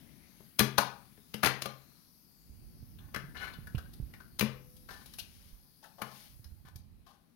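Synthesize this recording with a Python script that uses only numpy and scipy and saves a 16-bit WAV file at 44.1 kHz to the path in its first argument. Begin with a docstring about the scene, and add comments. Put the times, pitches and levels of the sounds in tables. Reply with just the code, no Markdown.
"""On a wooden table in a small room, the keys, latch and sprung door of a cassette deck clack beside a camera.
A cassette slides out and rattles in a hand. Each contact is a burst of uneven impacts that rings the metalwork
and knocks the cabinet; slides are clumped grains through the same parts, the door spring is a dying sine.
The left microphone faces the deck; the right one is shadowed and picks up the thuds of the hand that
holds the camera. Under it all lie hiss, a whirr that drops away early and a low hum, all filtered noise."""
import sys
import numpy as np
from scipy import signal
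from scipy.fft import rfft, irfft, next_fast_len
from scipy.io import wavfile
from scipy.ndimage import uniform_filter1d, map_coordinates

SR = 44100
rng = np.random.default_rng(int(sys.argv[2]) if len(sys.argv) > 2 else 0)


def to_linear_factor(level_db):
    """Convert decibel levels (scalar or array-like) to linear amplitude factors."""
    exponent = np.asarray(level_db, float) / 20
    return 10 ** exponent


def output_pcm(signal):
    """Save a mono or channel-first signal as 16-bit PCM at the path in sys.argv[1].

    Samples are clipped to [-1, 1] before scaling.
    """
    pcm = np.clip(np.atleast_2d(signal).T, -1, 1) * 32767
    wavfile.write(sys.argv[1], SR, np.round(pcm).astype(np.int16))


N = 324352  # length in samples
SPAN = 32768  # samples in the transform of one contact or stroke
HELD = 0.55  # share of the ring time left while fingers touch the parts

# Metalwork and plastic ringing freely. 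Each row: pitch in Hz, strength in dB, t60 in s.
METAL_MODES = [(850, 0, 0.08), (1080, -1, 0.09), (1205, -4, 0.12), (1510, -2, 0.12), (1600, -2.5, 0.11),
               (1755, -2, 0.14), (2150, -5, 0.04), (3000, -4, 0.09), (4200, -1, 0.05)]


def unit(x):
    """Scale to rms 1."""
    return x / np.sqrt(np.mean(x ** 2) + 1e-20)


def unit_gain(response):
    """Rms gain of a response for white noise."""
    return np.sqrt(np.mean(np.abs(response) ** 2))


def peak(spectrum):
    """Scale a spectrum so that its wave peaks at 1."""
    return spectrum / np.max(np.abs(irfft(spectrum)))


def along(points, hz):
    """Read (Hz, value) points on a log frequency axis."""
    f, v = np.transpose(points)
    return np.interp(np.log(hz + 1), np.log(f + 1), v)


def wobble(rate):
    """A smooth random curve, rate knots a second."""
    return map_coordinates(rng.standard_normal(int(N * rate / SR) + 4), [np.arange(N) * rate / SR])


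def spells(rows, edge_s):
    """Gain that swells at each start, holds and ebbs at each end."""
    t = np.arange(N) / SR
    gain = 0
    for start, end, db in rows:
        rise_and_ebb = np.clip(np.minimum(t - start, end - t) / edge_s + 0.5, 0, 1)
        gain = gain + to_linear_factor(db) * rise_and_ebb ** 2
    return gain


def filtered(x, response):
    """Shape x by a response given as a function of frequency."""
    m = next_fast_len(N + SR // 2)
    return irfft(rfft(x, m) * response(np.fft.rfftfreq(m, 1 / SR)), m)[..., :N]


def broad(f, centre_hz, sharp):
    """One heavily damped band-pass resonance; sharp is its Q."""
    damping = 1j * f * centre_hz / sharp
    return damping / (centre_hz ** 2 - f ** 2 + damping)


def modes(table, f):
    """Causal response of each exponentially decaying mode, one row a mode."""
    hz, db, t60 = np.transpose(table)[:, :, None]
    decay = np.log(1000) / np.maximum(t60, 0.005)
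    w = 2 * np.pi
    return to_linear_factor(db) * w * hz / ((decay + 1j * w * f) ** 2 + (w * hz) ** 2)


def struck(table, centre_hz, slope_db):
    """Strength of each mode: falls off by octaves from the centre, a little different at every blow."""
    scatter_db = rng.normal(0, 3, len(table))
    octaves = np.log2(np.transpose(table)[0] / centre_hz)
    return to_linear_factor(scatter_db - slope_db * octaves ** 2)


def damped(table, share):
    """The same modes with scaled ring times, slightly detuned as the parts seat differently."""
    detune = rng.normal(0, 0.008, len(table))  # share of pitch, new at each contact
    rows = np.array(table) * [1, 1, share]
    return rows * [[1 + shift, 1, 1] for shift in detune]


def chatter(n, env, spiky_db):
    """Tiny impacts of very uneven size under an envelope."""
    return env * rng.standard_normal(n) * to_linear_factor(spiky_db * rng.exponential(size=n))


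def paths(f, room_db):
    """Direct sound plus a fresh noise tail; low mids arrive most alike, deepest bass and treble differ."""
    # Reverberation of the small room. Each row: frequency in Hz, t60 in s.
    room_t60 = [(100, 0.44), (1500, 0.4), (4000, 0.34), (15000, 0.19)]
    # How alike the near sound is at left and right. Each row: frequency in Hz, likeness from 0 to 1.
    likeness = [(60, 0.2), (250, 1), (640, 0.9), (1200, 0.032)]
    room_bass_hz = 249  # below this the room adds little to the near sound
    t = np.arange(SPAN // 2) / SR
    alike = np.clip(along(likeness, f), 0, 1)
    apart = np.sqrt(1 - alike ** 2)

    hz, s, z = signal.stft(rng.standard_normal((2, len(t))), SR, nperseg=256)
    fading = z * to_linear_factor(-60 * s / along(room_t60, hz)[:, None])
    tail = signal.istft(fading, SR, nperseg=256)[1]
    build_up = 1 - np.exp(-t[:tail.shape[1]] / 0.0011)
    tail = rfft(tail * build_up / np.linalg.norm(tail[0]), SPAN)
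    left_tail, right_tail = tail * to_linear_factor(room_db) * f / np.hypot(f, room_bass_hz)

    # sound scatters round the camera body on its way to the right microphone
    round_body = rng.standard_normal(len(t)) * to_linear_factor(-60 * t / 0.018)
    round_body = rfft(round_body / np.linalg.norm(round_body), SPAN)
    left = 1 + left_tail
    right = alike * left + apart * (round_body + to_linear_factor(-0.5) * right_tail)
    return np.array([left, right])


def patchy(depth_db):
    """Stereo noise whose bands drift slowly up and down."""
    z = signal.stft(rng.standard_normal((2, N)), nperseg=512)[2]
    field = rng.standard_normal(z.shape[1:])
    field = uniform_filter1d(field, size=9, axis=0)
    field = uniform_filter1d(field, size=40, axis=1)
    return signal.istft(z * to_linear_factor(depth_db * unit(field)), nperseg=512)[1][:, :N]


def air():
    """Filtered noise: a hiss that fades late, a mid-band whirr that drops away early, a partly shared low hum."""
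    # Colour of the hiss. Each row: frequency in Hz, relative level in dB.
    hiss_tone = [(400, -9), (1500, -15), (3000, -16.5), (4500, 1.5), (7000, 0), (16000, 7)]
    # Colour of the hum. Each row: frequency in Hz, relative level in dB.
    hum_tone = [(20, -15.5), (50, 0.5), (110, -2.5), (150, 5), (250, 1), (450, -15.5), (1000, -22.5)]
    # Course of the hum, about which it wavers. Each row: time in seconds, rms level in dB.
    hum_course = [(0, -67), (2.2, -71.5), (4.8, -64.5), (5.2, -68.5), (6.5, -72.5), (7.35, -74.5)]
    hiss_start_db, hiss_fades_s, fade_db_per_s = -61, 6.41, 33
    whirr_start_db, whirr_drops_s, whirr_left_db = -68, 2.1, -78.5
    t = np.arange(N) / SR

    hiss_db = hiss_start_db - fade_db_per_s * np.maximum(t - hiss_fades_s, 0)
    hiss = filtered(patchy(depth_db=3.0), lambda f: to_linear_factor(along(hiss_tone, f)))

    whirr_db = np.interp(t - whirr_drops_s, [-0.1, 0.1], [whirr_start_db, whirr_left_db])
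    whirr = filtered(patchy(depth_db=3.0), lambda f: broad(f, 3900, sharp=0.17) ** 2)

    hum = filtered(rng.standard_normal((2, N)), lambda f: to_linear_factor(along(hum_tone, f)))
    hum[1] = 0.5 * hum[0] + 1.1 * hum[1]
    course_s, course_db = np.transpose(hum_course)
    hum_db = np.interp(t, course_s, course_db) + 2.5 * wobble(2.3)
    return to_linear_factor(hiss_db) * unit(hiss) + to_linear_factor(whirr_db) * unit(whirr) + to_linear_factor(hum_db) * unit(hum)


def deck():
    """Each contact chatters briefly, rings the parts near where it lands, snaps and knocks the cabinet."""
    # Cabinet and table top. Each row: pitch in Hz, strength in dB, t60 in s.
    cabinet_modes = [(132.7, 0, 0.55), (215, 3, 0.16), (300, -5, .1), (420, 0, 0.07), (485, -1, 0.09),
                     (620, 1, 0.06)]
    # Keys, latch and door land. Each row: time in seconds, peak of the direct clack in dB,
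    # cabinet knock and treble snap in dB against that peak, centre of the ring in Hz.
    clacks = [(0.401, -52.5, 0.5, 4, 1040), (0.5915, -10.5, -18, 2.5, 5000), (0.6002, -14.5, -23, -6, 2745),
              (0.6048, -19, -3, -7, 982), (0.779, -15.5, -32, -21, 3820), (0.7811, -10, -21.5, -19, 1080),
              (1.1745, -56, -0.5, -14, 1470), (1.3404, -26, -11.5, -4, 3020),
              (1.4304, -16.5, -39, -14, 1533), (1.434, -13, -16.5, -18, 1555),
              (1.4452, -15.5, -21, -5.5, 2330), (1.4563, -14.5, -27, -6.5, 1590),
              (1.46, -15, -13.5, -8.5, 4350), (1.4687, -16.5, -29, -14, 1710), (1.6195, -21, -27, -8, 4400),
              (1.656, -25, -15, -20, 946), (3.1447, -26, -25, -24, 1650), (3.16, -25, -13.5, -22.5, 1540),
              (4.393, -19.5, -20.5, -0.5, 4270), (4.408, -16, -14, -5.5, 2500),
              (4.4226, -29, 1.5, -10.5, 940), (6.017, -25.5, -16.5, -5, 1473)]
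    # The cassette and fingers tick lightly. Each row: time in seconds, peak of the direct clack in dB,
    # treble snap in dB against that peak, centre of the ring in Hz.
    ticks = [(2.986, -50.5, -10, 3070), (3.535, -41, -13.5, 3830), (3.669, -41.5, -5.5, 1640),
             (3.748, -40, -10.5, 2640), (3.7788, -37.5, -12, 1395), (3.934, -50.5, 11.5, 5360),
             (4.136, -42.5, -17, 2080), (4.201, -43.5, -20.5, 1330), (4.7648, -62.5, 20.5, 4780),
             (4.887, -39.5, -24, 1490), (5.057, -47, 9.5, 4200), (5.1356, -45, 11.5, 4500),
             (5.184, -38, 7.5, 3050), (5.8385, -46.5, -1, 1560), (6.4418, -47, 3, 5050),
             (6.452, -56, -21, 1430), (6.757, -49, 11, 5400)]
    knock_hz, tick_knock_db = 245, -31.5  # where blows shake the cabinet; knock of a tick
    clack_chatter_s, tick_chatter_s = 0.026, 0.05  # t60 of the chatter for a ring centred on 1500 Hz
    clack_sharp, tick_sharp = 0.85, 2.4  # hollow plastic answers with a clearer pitch
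    lead_s, lead_db = 0.005, -24  # a faint rise ahead of each blow
    knock_lag_s = 0.005  # the cabinet rocks on the table a moment after the blow

    out = np.zeros((2, N + SPAN))
    f = np.fft.rfftfreq(SPAN, 1 / SR)
    t = np.arange(SPAN // 8) / SR
    lands = np.maximum(t - lead_s, 0)
    lead_in = to_linear_factor(lead_db) * t / lead_s * (lands == 0)
    attack = (1 - np.exp(-lands / 0.0014)) ** 2
    cabinet = modes(cabinet_modes, f)
    # the cabinet gets a slower shove, and the deepest bass is not radiated
    delay = np.exp(-2j * np.pi * f * (lead_s + knock_lag_s))
    push = delay * 1j * f / (90 + 1j * f) / (1 + 2j * np.pi * f * 0.0003) ** 2

    contacts = [(*row, 1, clack_chatter_s, clack_sharp) for row in clacks]
    for s, db, snap_db, ring_hz in ticks:
        contacts.append((s, db, tick_knock_db, snap_db, ring_hz, HELD, tick_chatter_s, tick_sharp))

    for s, db, knock_db, snap_db, ring_hz, share, chatter_s, sharp in contacts:
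        t60 = chatter_s * (1500 / ring_hz) ** 0.2  # duller contacts are softer and chatter longer
        env = to_linear_factor(-60 * lands / t60) * (attack + lead_in)
        blow = rfft(chatter(len(t), env, spiky_db=2.5), SPAN)

        ring = struck(METAL_MODES, ring_hz, slope_db=21.5) @ modes(damped(METAL_MODES, share), f)
        near = broad(f, ring_hz, sharp) ** 2
        far = broad(f, 2000, sharp=0.36)
        wide = to_linear_factor(0.15 * db)  # harder blows rattle more of the whole band
        body = 0.7 * ring / unit_gain(ring) + 1.24 * near / unit_gain(near)
        clack = peak(blow * (body + 2.7 * wide * far / unit_gain(far)))

        snap = peak(blow * broad(f, 9800, sharp=0.39) ** 2) * to_linear_factor(snap_db)

        boom = struck(cabinet_modes, knock_hz, slope_db=3.5) @ cabinet
        boom = boom / np.max(np.abs(boom)) + 0.13 * broad(f, 280.0, sharp=0.48)
        knock = peak(push * boom) * to_linear_factor(knock_db)

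        contact = to_linear_factor(db) * (clack + snap + knock)
        start = round((s - lead_s) * SR)
        out[:, start:][:, :SPAN] += irfft(contact * paths(f, room_db=-5), SPAN)
    return out[:, :N]


def grip():
    """The hand shifts on the camera: dull decaying sines over a lumpy noise rumble, mostly at the right."""
    # Thuds of the grip. Each row: time in seconds, level in dB ahead of the side gains, pitch in Hz.
    thuds = [(2.502, -50, 67.5), (2.828, -44.5, 122), (3.239, -43.5, 145), (3.587, -42.5, 150),
             (3.747, -29, 125), (3.772, -35.5, 72.5), (4, -35, 125), (4.025, -37, 55.2),
             (5.529, -49.5, 42.7), (6.52, -46.5, 64.3), (6.757, -46, 91), (3.042, -49, 87),
             (3.287, -46, 137), (6.458, -50.5, 73), (6.926, -55, 98), (6.395, -50, 110), (6.65, -50.5, 140)]
    # Spells of hand movement. Each row: start and end in seconds, rumble in dB ahead of the side gains.
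    movements = [(2.45, 4.2, -62.5), (4.2, 5.65, -68.5), (6.25, 7.05, -64)]
    # Colour of the rumble. Each row: frequency in Hz, relative level in dB.
    rumble_tone = [(15, -22.5), (40, 9), (90, 9), (200, -4), (900, -49.5)]
    rest_db, edge_s = -87, 0.23  # rumble of the resting hand ahead of the side gains; swell of a movement
    side_gains = to_linear_factor([[-12], [15]])  # left, right in dB

    thumps = np.zeros(N + SR)
    t = np.arange(SR // 4) / SR
    for s, db, hz in thuds:
        swing = np.sin(2 * np.pi * hz * t) * (1 - np.exp(-t / 0.00017))
        fall_db = 60 * t * hz / 7  # 60 dB in seven cycles
        thumps[round(s * SR):][:len(t)] -= to_linear_factor(db - fall_db) * swing

    lumpy = rng.standard_normal((2, N)) * to_linear_factor(1.0 * wobble(21))
    rumble = filtered(lumpy, lambda f: to_linear_factor(along(rumble_tone, f)))
    movement = to_linear_factor(rest_db) + spells(movements, edge_s)
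    return (thumps[:N] + movement * unit(rumble)) * side_gains


def rubbing():
    """Plastic slips in clumps of grains that lightly ring the same parts; skin and cloth only rustle."""
    # Plastic slides and creaks, strongest as it breaks loose. Each row: start in seconds, level in dB,
    # t60 in s, centre of the ring in Hz, treble in dB against the ring.
    rubs = [(2.999, -71.5, 0.68, 1110, -41), (3.345, -53, 0.6, 1640, -7.5), (3.365, -51, 0.52, 2980, -11.5),
            (3.405, -47, 0.4, 1700, -6.5), (4.9, -54, 0.35, 1250, 2.5), (5.188, -46, 0.089, 3650, 9.5),
            (5.825, -63.5, 0.3, 740, 3), (5.98, -56, 0.58, 578, -5.5), (6.649, -62, 0.24, 1385, 0.5),
            (7.062, -65.5, 0.37, 825, 1.5)]
    # Skin and sleeve brush past. Each row: start and end in seconds, level in dB ahead of the room.
    rustles = [(4.9, 5.6, -63), (6.04, 6.33, -55)]
    rub_rise_s, rustle_edge_s = 0.0071, 0.22

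    near = np.zeros(N + SR)
    f = np.fft.rfftfreq(SPAN, 1 / SR)
    t = np.arange(SPAN // 2) / SR
    bright = broad(f, 3500, sharp=0.27) ** 2 * (f > 2500)
    clumps = to_linear_factor(2.5 * wobble(90))
    for s, db, t60, ring_hz, treble_db in rubs:
        start = round(s * SR)
        stroke = to_linear_factor(-60 * t / t60) * (1 - np.exp(-t / rub_rise_s))
        stroke = stroke * np.roll(clumps, -start)[:len(t)]
        grains = rfft(chatter(len(t), stroke, spiky_db=2.5), SPAN)
        ring = struck(METAL_MODES, ring_hz, slope_db=14) @ modes(damped(METAL_MODES, HELD), f)
        body = ring / np.max(np.abs(ring)) + 0.21 * broad(f, ring_hz, sharp=1.02) ** 2
        colour = body / unit_gain(body) + to_linear_factor(treble_db) * bright / unit_gain(bright)
        near[start:][:SPAN] += to_linear_factor(db) * irfft(grains * colour)

    fine = chatter(N, np.sqrt(clumps), spiky_db=1)
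    rustle = unit(filtered(fine, lambda hz: broad(hz, 6200, sharp=0.36) ** 2))
    near = near[:N] + spells(rustles, rustle_edge_s) * rustle
    return signal.fftconvolve(near[None], irfft(paths(f, room_db=-9.0), SPAN), axes=1)[:, :N]


def spring():
    """The door spring hums after the door shuts: a faint, slow-dying sine."""
    # Hum of the door spring. The only row: start in seconds, pitch in Hz, level in dB, t60 in s.
    door_spring = (4.45, 502, -64, 1.5)
    s, hz, db, t60 = door_spring
    t = np.maximum(np.arange(N) / SR - s, 0)
    swell = 1 - np.exp(-t / 0.03)
    return to_linear_factor(db - 60 * t / t60) * np.sin(2 * np.pi * hz * t) * swell


def scene():
    """All sources at the two microphones."""
    return air() + deck() + grip() + rubbing() + spring()


def roll_off(x):
    """The treble ends steeply here."""
    return signal.sosfilt(signal.butter(12, 16830, fs=SR, output="sos"), x)


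def record(dry):
    """Each microphone has its own colour; the electronics add a faint hiss; the top of the band is cut."""
    # Microphone facing the deck. Each row: frequency in Hz, gain in dB.
    left_colour = [(300, 11), (5000, 4.5), (6300, 0.5), (7600, -8.5), (11200, 4), (16000, -2.5)]
    # Shadowed microphone. Each row: frequency in Hz, gain in dB.
    right_colour = [(300, -4), (2000, -10.5), (4400, -23), (7500, -21), (9500, -4.5), (11200, 1),
                    (13000, -10.5), (16000, -9)]
    hiss_colour = [(300, 12.0), (7500, -11.0), (11000, -5.0)]  # Hz, dB
    top_hz = 15900
    heard = filtered(dry, lambda f: to_linear_factor([along(left_colour, f), along(right_colour, f)]))
    hiss = filtered(rng.standard_normal(dry.shape), lambda f: to_linear_factor(along(hiss_colour, f)))
    mix = filtered(heard + to_linear_factor(-74) * hiss, lambda f: f < top_hz)
    return roll_off(mix)


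dry = scene()
out = record(dry)
output_pcm(out)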